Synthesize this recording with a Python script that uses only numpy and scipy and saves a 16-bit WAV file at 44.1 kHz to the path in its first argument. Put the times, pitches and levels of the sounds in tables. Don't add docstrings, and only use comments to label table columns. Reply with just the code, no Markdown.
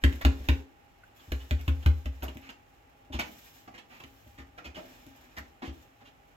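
import sys
import numpy as np
from scipy import signal
from scipy.fft import rfft, irfft
from scipy.io import wavfile
from scipy.ndimage import uniform_filter1d

SR = 44100
rng = np.random.default_rng(int(sys.argv[2]) if len(sys.argv) > 2 else 0)


def log_audio(samples):
    frames = np.atleast_2d(samples).T
    limited = np.clip(frames, -1, 1)
    pcm = np.round(limited * 32767).astype(np.int16)
    wavfile.write(sys.argv[1], SR, pcm)


N = 280464
HZ = np.fft.rfftfreq(N, 1 / SR)

# t/s, relative smack level/dB, relative boom level/dB, contact time/s
SAUSAGE_SLAPS = [(0.0379, -17, -17, 0.0037), (0.2494, -15.5, -14.5, 0.0027), (0.4863, -19, -16, 0.0041),
                 (1.3186, -25, -36, 0.0031), (1.5088, -23.5, -27, 0.0021), (1.6785, -29.5, -29, 0.0063),
                 (1.8605, -23.5, -23.5, 0.0033), (2.057, -35, -37.5, 0.0049), (2.2228, -40, -39.5, 0.0063),
                 (2.2814, -38, -51, 0.0068), (4.037, -38.5, -61.5, 0.0026), (4.386, -47, -53, 0.0028),
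                 (4.655, -41, -50, .0034), (5.374, -38, -54, 0.0022)]
# f/Hz, gain/dB
SMACK_EQ = [(100, -30), (350, 2), (700, -4.5), (1300, 1), (2000, -2), (2900, -6.5), (3600, -10.5),
            (4400, -15.5), (7300, -18.5), (8600, -26), (10500, -30), (12500, -16), (16000, -27.5)]
# f/Hz, gain/dB
HISS_EQ = [(60, 2.5), (170, 0.5), (280, 3.5), (450, -2.5), (1300, -3), (3200, -3), (4600, -11.5),
           (7400, -9), (8500, -22), (10700, -19), (13000, -8.5), (16000, -15.5)]


def table_boom(boom_db=8, ring_db=-17.5, ring_per_db=0.6347, bump_t60_s=0.26):
    # f/Hz, relative level/dB
    flex_modes = [(64.5, 0), (76.5, -1.5)]
    # f/Hz, relative level/dB, t60/s
    panel_modes = [(146, 7.5, 0.037), (97.5, 1.5, 0.13), (218, -0.5, 0.1), (238.8, 0.5, 0.13),
                   (271.2, 1.5, 0.32), (333.8, -3, 0.16), (413, -17.5, 0.49), (519.5, -18.5, 0.45),
                   (607.4, -6, 0.12), (810, -17, 0.27), (958, -16, .13)]
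    # t/s, relative boom level/dB, ring level/dB
    bumps = [(0.125, -35, -46), (0.402, -44.5, -46), (1.279, -52, -57.5), (2.355, -47, -46.5),
             (3.1, -43.5, -48.5), (3.143, -44, -40), (4.261, -55.5, -58.5), (5.065, -59, -53.5),
             (5.6742, -36, -44.5)]
    out, t = np.zeros(N), np.arange(SR // 2) / SR
    push = 1 - np.exp(-t / 0.00093)
    blows = []
    for s, _, db, _ in SAUSAGE_SLAPS:
        t60 = np.interp(db, [-30.5, -19], [0.4, 0.23])
        blows.append((s, db, ring_db + ring_per_db * db, t60))
    blows += [(*bump, bump_t60_s) for bump in bumps]
    for s, low_db, panel_db, t60 in blows:
        boom = ring([(hz, db, t60) for hz, db in flex_modes], t, scatter_db=4)
        panel = ring(panel_modes, t, scatter_db=3)
        add(out, s, push * (amp(low_db + boom_db) * boom + amp(panel_db) * panel))
    return room(out, direct_db=0, early_db=-30, tail_db=-22)[:, :N]


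def ring(modes, t, scatter_db):
    sizes = amp(scatter_db * rng.standard_normal(len(modes)))
    return sum((-1) ** k * sizes[k] * amp(db - 60 * t / t60) * np.sin(2 * np.pi * hz * t)
               for k, (hz, db, t60) in enumerate(modes))


def smacks(gain_db=-4.5, snap_db=12, pocket_hz=2916):
    out, t = np.zeros((2, N)), np.arange(SR // 16) / SR
    for s, db, _, contact in SAUSAGE_SLAPS:
        envelope = (1 - np.exp(-t / 0.00046)) * np.exp(-t / contact)
        burst = envelope * rng.choice([-1., 1.], len(t))
        burst[SR // 1000] += amp(snap_db)
        smack = pocket(colour(burst, SMACK_EQ), pocket_hz, db=-1.5, q=2.7)
        add(out, s, amp(db + gain_db) * room(smack, direct_db=0, early_db=-3, tail_db=-6))
    return out


def pocket(x, hz, db, q):
    resonance = signal.lfilter(*signal.iirpeak(hz, q, SR), x)
    return x + amp(db) * x.std() * unit(resonance)


def ticks(gain_db=3):
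    # t/s, relative level/dB
    releases = [(0.127, -37.5), (0.214, -33), (1.612, -40), (2.244, -49), (2.371, -38), (2.504, -48),
                (3.197, -29), (5.066, -44), (5.385, -34)]
    out, t = np.zeros((2, N)), np.arange(SR // 100) / SR
    for s, db in releases:
        burst = np.exp(-t / 0.00061) * rng.choice([-1., 1.], len(t))
        tick = colour(burst, SMACK_EQ, tilt=2)
        add(out, s, amp(db + gain_db) * room(tick, direct_db=0, early_db=-3, tail_db=-7))
    return out


def rubs(gain_db=-1):
    # t/s, relative level/dB, length/s, squelch f/Hz
    strokes = [(0.21, -38, 0.023, 2040), (1.191, -60, 0.037, 3280), (1.398, -54.5, .04, 3070),
               (1.586, -53, 0.037, 2360), (1.825, -51.5, 0.02, 3160), (2.222, -41.5, 0.05, 600),
               (2.228, -46.5, 0.023, 13000), (2.418, -55.5, 0.11, 2480), (2.49, -44.5, 0.023, 2800),
               (3.122, -41.5, 0.058, 3100), (3.188, -30.5, 0.036, 2670), (3.675, -47.5, 0.021, 785),
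               (3.738, -50.5, 0.042, 2180), (3.777, -47.5, 0.025, 2980), (3.895, -55, 0.12, 2500),
               (4, -47.5, 0.015, 2770), (4.377, -50, 0.055, 1850), (4.577, -43.5, 0.025, 1520),
               (4.642, -45, .044, 2480), (4.744, -48.5, .047, 2970), (4.764, -43.5, 0.049, 590),
               (5.365, -41.5, 0.037, 1940), (5.619, -37, 0.035, 265), (5.644, -48.5, 0.063, 3060),
               (6.004, -55, 0.042, 580), (6.049, -58, 0.056, 3150)]
    # f/Hz, gain/dB
    squelch_eq = [(60, -4.5), (170, -3.5), (280, 4.5), (430, -6), (650, 1.5), (1300, 2), (2200, 2),
                  (3200, -0.5), (4300, -5), (7300, -9), (8600, -20.5), (10800, -20), (12800, -11.5),
                  (16000, -28.5)]
    # squelch f/Hz, tilt/(dB per octave)
    brightness = [(270, -5.5), (1600, -3.5), (3100, -1.5), (13000, 7)]
    out = np.zeros((2, N))
    for s, db, length, hz in strokes:
        progress = np.linspace(0, 1, int(length * SR))
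        swell = np.sin(np.pi * progress ** .5)
        stroke = unit(swell * grains(SR // 8, spread_db=3)[:len(swell)])
        squelch = pocket(colour(stroke, squelch_eq, read(brightness, hz)), hz, db=-5, q=5.5)
        add(out, s, amp(db + gain_db) * room(squelch, direct_db=-5, early_db=-7, tail_db=-9))
    return out


def squeak(start_s=1.033, gain_db=-50, length_s=.015, centre_hz=1500, glide=0.058, rough=0.56):
    out, sweep = np.zeros((2, N)), np.linspace(-1, 1, int(length_s * SR))
    grip = 1 + rough * unit(uniform_filter1d(rng.standard_normal(len(sweep)), size=24))
    phase = 2 * np.pi * np.cumsum(centre_hz * (1 + glide * sweep)) / SR
    chirp = grip * np.cos(np.pi * sweep / 2) * np.sin(phase)
    add(out, start_s, amp(gain_db) * room(chirp, direct_db=0, early_db=-12, tail_db=-14, lag_s=.0001))
    return out


def slide(gain_db=-2, fingers_db=-69):
    # t/s, length/s, relative level/dB, tilt/(dB per octave)
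    drags = [(0, 0.67, -53, -1), (1.14, 1, -58, 0), (2.099, 0.47, -59, -1.5), (3.18, 0.53, -56, 1.5),
             (3.871, 0.58, -64.5, 2), (4.749, 0.4, -54.5, -0.9), (5.048, 0.51, -58.5, -2),
             (5.702, 0.25, -62.5, 0)]
    out = np.zeros(N)
    for s, length, db, tilt in drags:
        add(out, s, amp(db + gain_db) * drag(length, tilt))
    add(out, 0, amp(fingers_db + gain_db) * colour(grains(N, spread_db=6.5), HISS_EQ))
    return room(out, direct_db=-9, early_db=-1.5, tail_db=-7.5)[:, :N]


def drag(length, tilt, attack_s=0.031, release_s=.16, uneven_db=1.5, crackle_db=-11, clicks_per_s=45):
    t = np.arange(2 * SR) / SR
    grip = unit(uniform_filter1d(rng.standard_normal(len(t)), size=1200))
    speed = np.minimum(t / attack_s, 1) * np.clip((length - t) / release_s, 0, 1)
    level = speed * amp(uneven_db * grip)
    hiss = colour(level * grains(len(t), spread_db=4), HISS_EQ, tilt)
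    clicks = unit(rng.standard_normal(len(t)) * (rng.random(len(t)) < clicks_per_s / SR))
    return hiss + amp(crackle_db) * colour(level * clicks, SMACK_EQ, tilt=4.7)


def grains(count, spread_db):
    return unit(rng.standard_normal(count) * amp(spread_db * np.minimum(rng.exponential(1, count), 5)))


def room_tone(air_db=-61.5):
    # f/Hz, gain/dB
    air_eq = [(15, -47.5), (25, -25), (43, 3.5), (212, -14.5), (236, -10.5), (363, -11.5), (489, -12),
              (796, -10), (1070, -16.5), (1160, -13), (1440, -16), (2910, -19.5), (3250, -25),
              (3520, -29.5), (16000, -47)]
    # f/Hz, level/dB, width/Hz
    hum_bands = [(54, -96, 6.6), (104.4, -72, 5.6), (152.5, -81, 5.1), (268.5, -75.5, 21), (815, -67, 45),
                 (2750, -87, 150)]
    noise = lambda shape: unit(irfft(rfft(rng.standard_normal((2, N))) * shape, N))
    hum = sum(amp(db) * noise(1 / (1 + (2 * (HZ - hz) / width) ** 2)) for hz, db, width in hum_bands)
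    air = amp(air_db) * noise(amp(read(air_eq, HZ)))
    return diffuse(air + hum)


def room(x, direct_db, early_db, tail_db, early_s=0.014, lag_s=.0003, size=16384):
    # f/Hz, t60/s
    decay = [(100, 0.21), (300, 0.64), (1000, 0.31), (3000, 0.25), (7000, 0.32), (15000, 0.029)]
    t = np.arange(size) / SR
    echoes = rng.choice([-1., 1.], (2, size)) * (rng.random((2, size)) < 6000 / SR)
    taps = diffuse(echoes) * (t > .001)
    early = taps[:, ::-1] * (t > .001) * np.exp(-t / early_s)
    hz, age, spectra = signal.stft(taps, SR, nperseg=256)
    fade = amp(-60 * age / read(decay, hz)[:, None])
    tail = signal.istft(spectra * fade, SR, nperseg=256)[1][:, :size]
    response = (amp(tail_db) * unit(tail) + amp(early_db) * unit(early)) / np.sqrt(size)
    response[[0, 1], [round(lag_s * SR), 0]] += amp(direct_db)
    return signal.fftconvolve(x[None], response, axes=1)


def diffuse(two):
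    # f/Hz, coherence
    coherence = [(60, 0.71), (130, 1), (290, 0.68), (640, -0.078), (1410, -0.21), (3100, 0.043),
                 (15000, 0.27)]
    a, b = rfft(two)
    same = read(coherence, np.fft.rfftfreq(two.shape[1], 1 / SR))
    mid, side = a * np.sqrt((1 + same) / 2), b * np.sqrt((1 - same) / 2)
    return irfft(np.array([mid + side, mid - side]), two.shape[1])


def colour(x, eq, tilt=0, size=2048):
    hz = abs(np.fft.fftfreq(size, 1 / SR))
    log_gain = np.log(amp(read(eq, hz) + tilt * np.log2(np.maximum(hz, 400) / 1000)))
    taps = np.fft.ifft(np.exp(np.conj(signal.hilbert(log_gain)))).real[:size // 2]
    return signal.fftconvolve(x, taps / np.linalg.norm(taps))


def amp(db):
    return 10 ** (np.asarray(db) / 20)


def unit(x):
    return x / np.sqrt(np.mean(x ** 2) + 1e-20)


def read(points, hz):
    f, value = np.transpose(points)
    return np.interp(np.log(hz + 1), np.log(f + 1), value)


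def add(mix, s, sound):
    part = mix[..., max(round(s * SR), 0):][..., :sound.shape[-1]]
    part += sound[..., :part.shape[-1]]


def scene():
    return table_boom() + smacks() + ticks() + rubs() + squeak() + slide() + room_tone()


def record(dry, low_cut_hz=38, high_cut_hz=16100):
    # f/Hz, left minus right/dB
    balance = [(60, 0.5), (250, 2.5), (700, -0.5), (1300, 0), (2400, -4), (4400, -3), (8000, 0),
               (15000, 7.5)]
    side_gains = amp(np.outer([.5, -.5], read(balance, HZ)))
    low_cut = HZ ** 2 / np.hypot(HZ ** 2, low_cut_hz ** 2)
    heard = irfft(rfft(dry) * side_gains * low_cut, N)
    high_cut = signal.firwin(511, high_cut_hz, window=("kaiser", 9), fs=SR)
    return signal.oaconvolve(heard, high_cut[None], "same")


dry = scene()
out = record(dry)
log_audio(out)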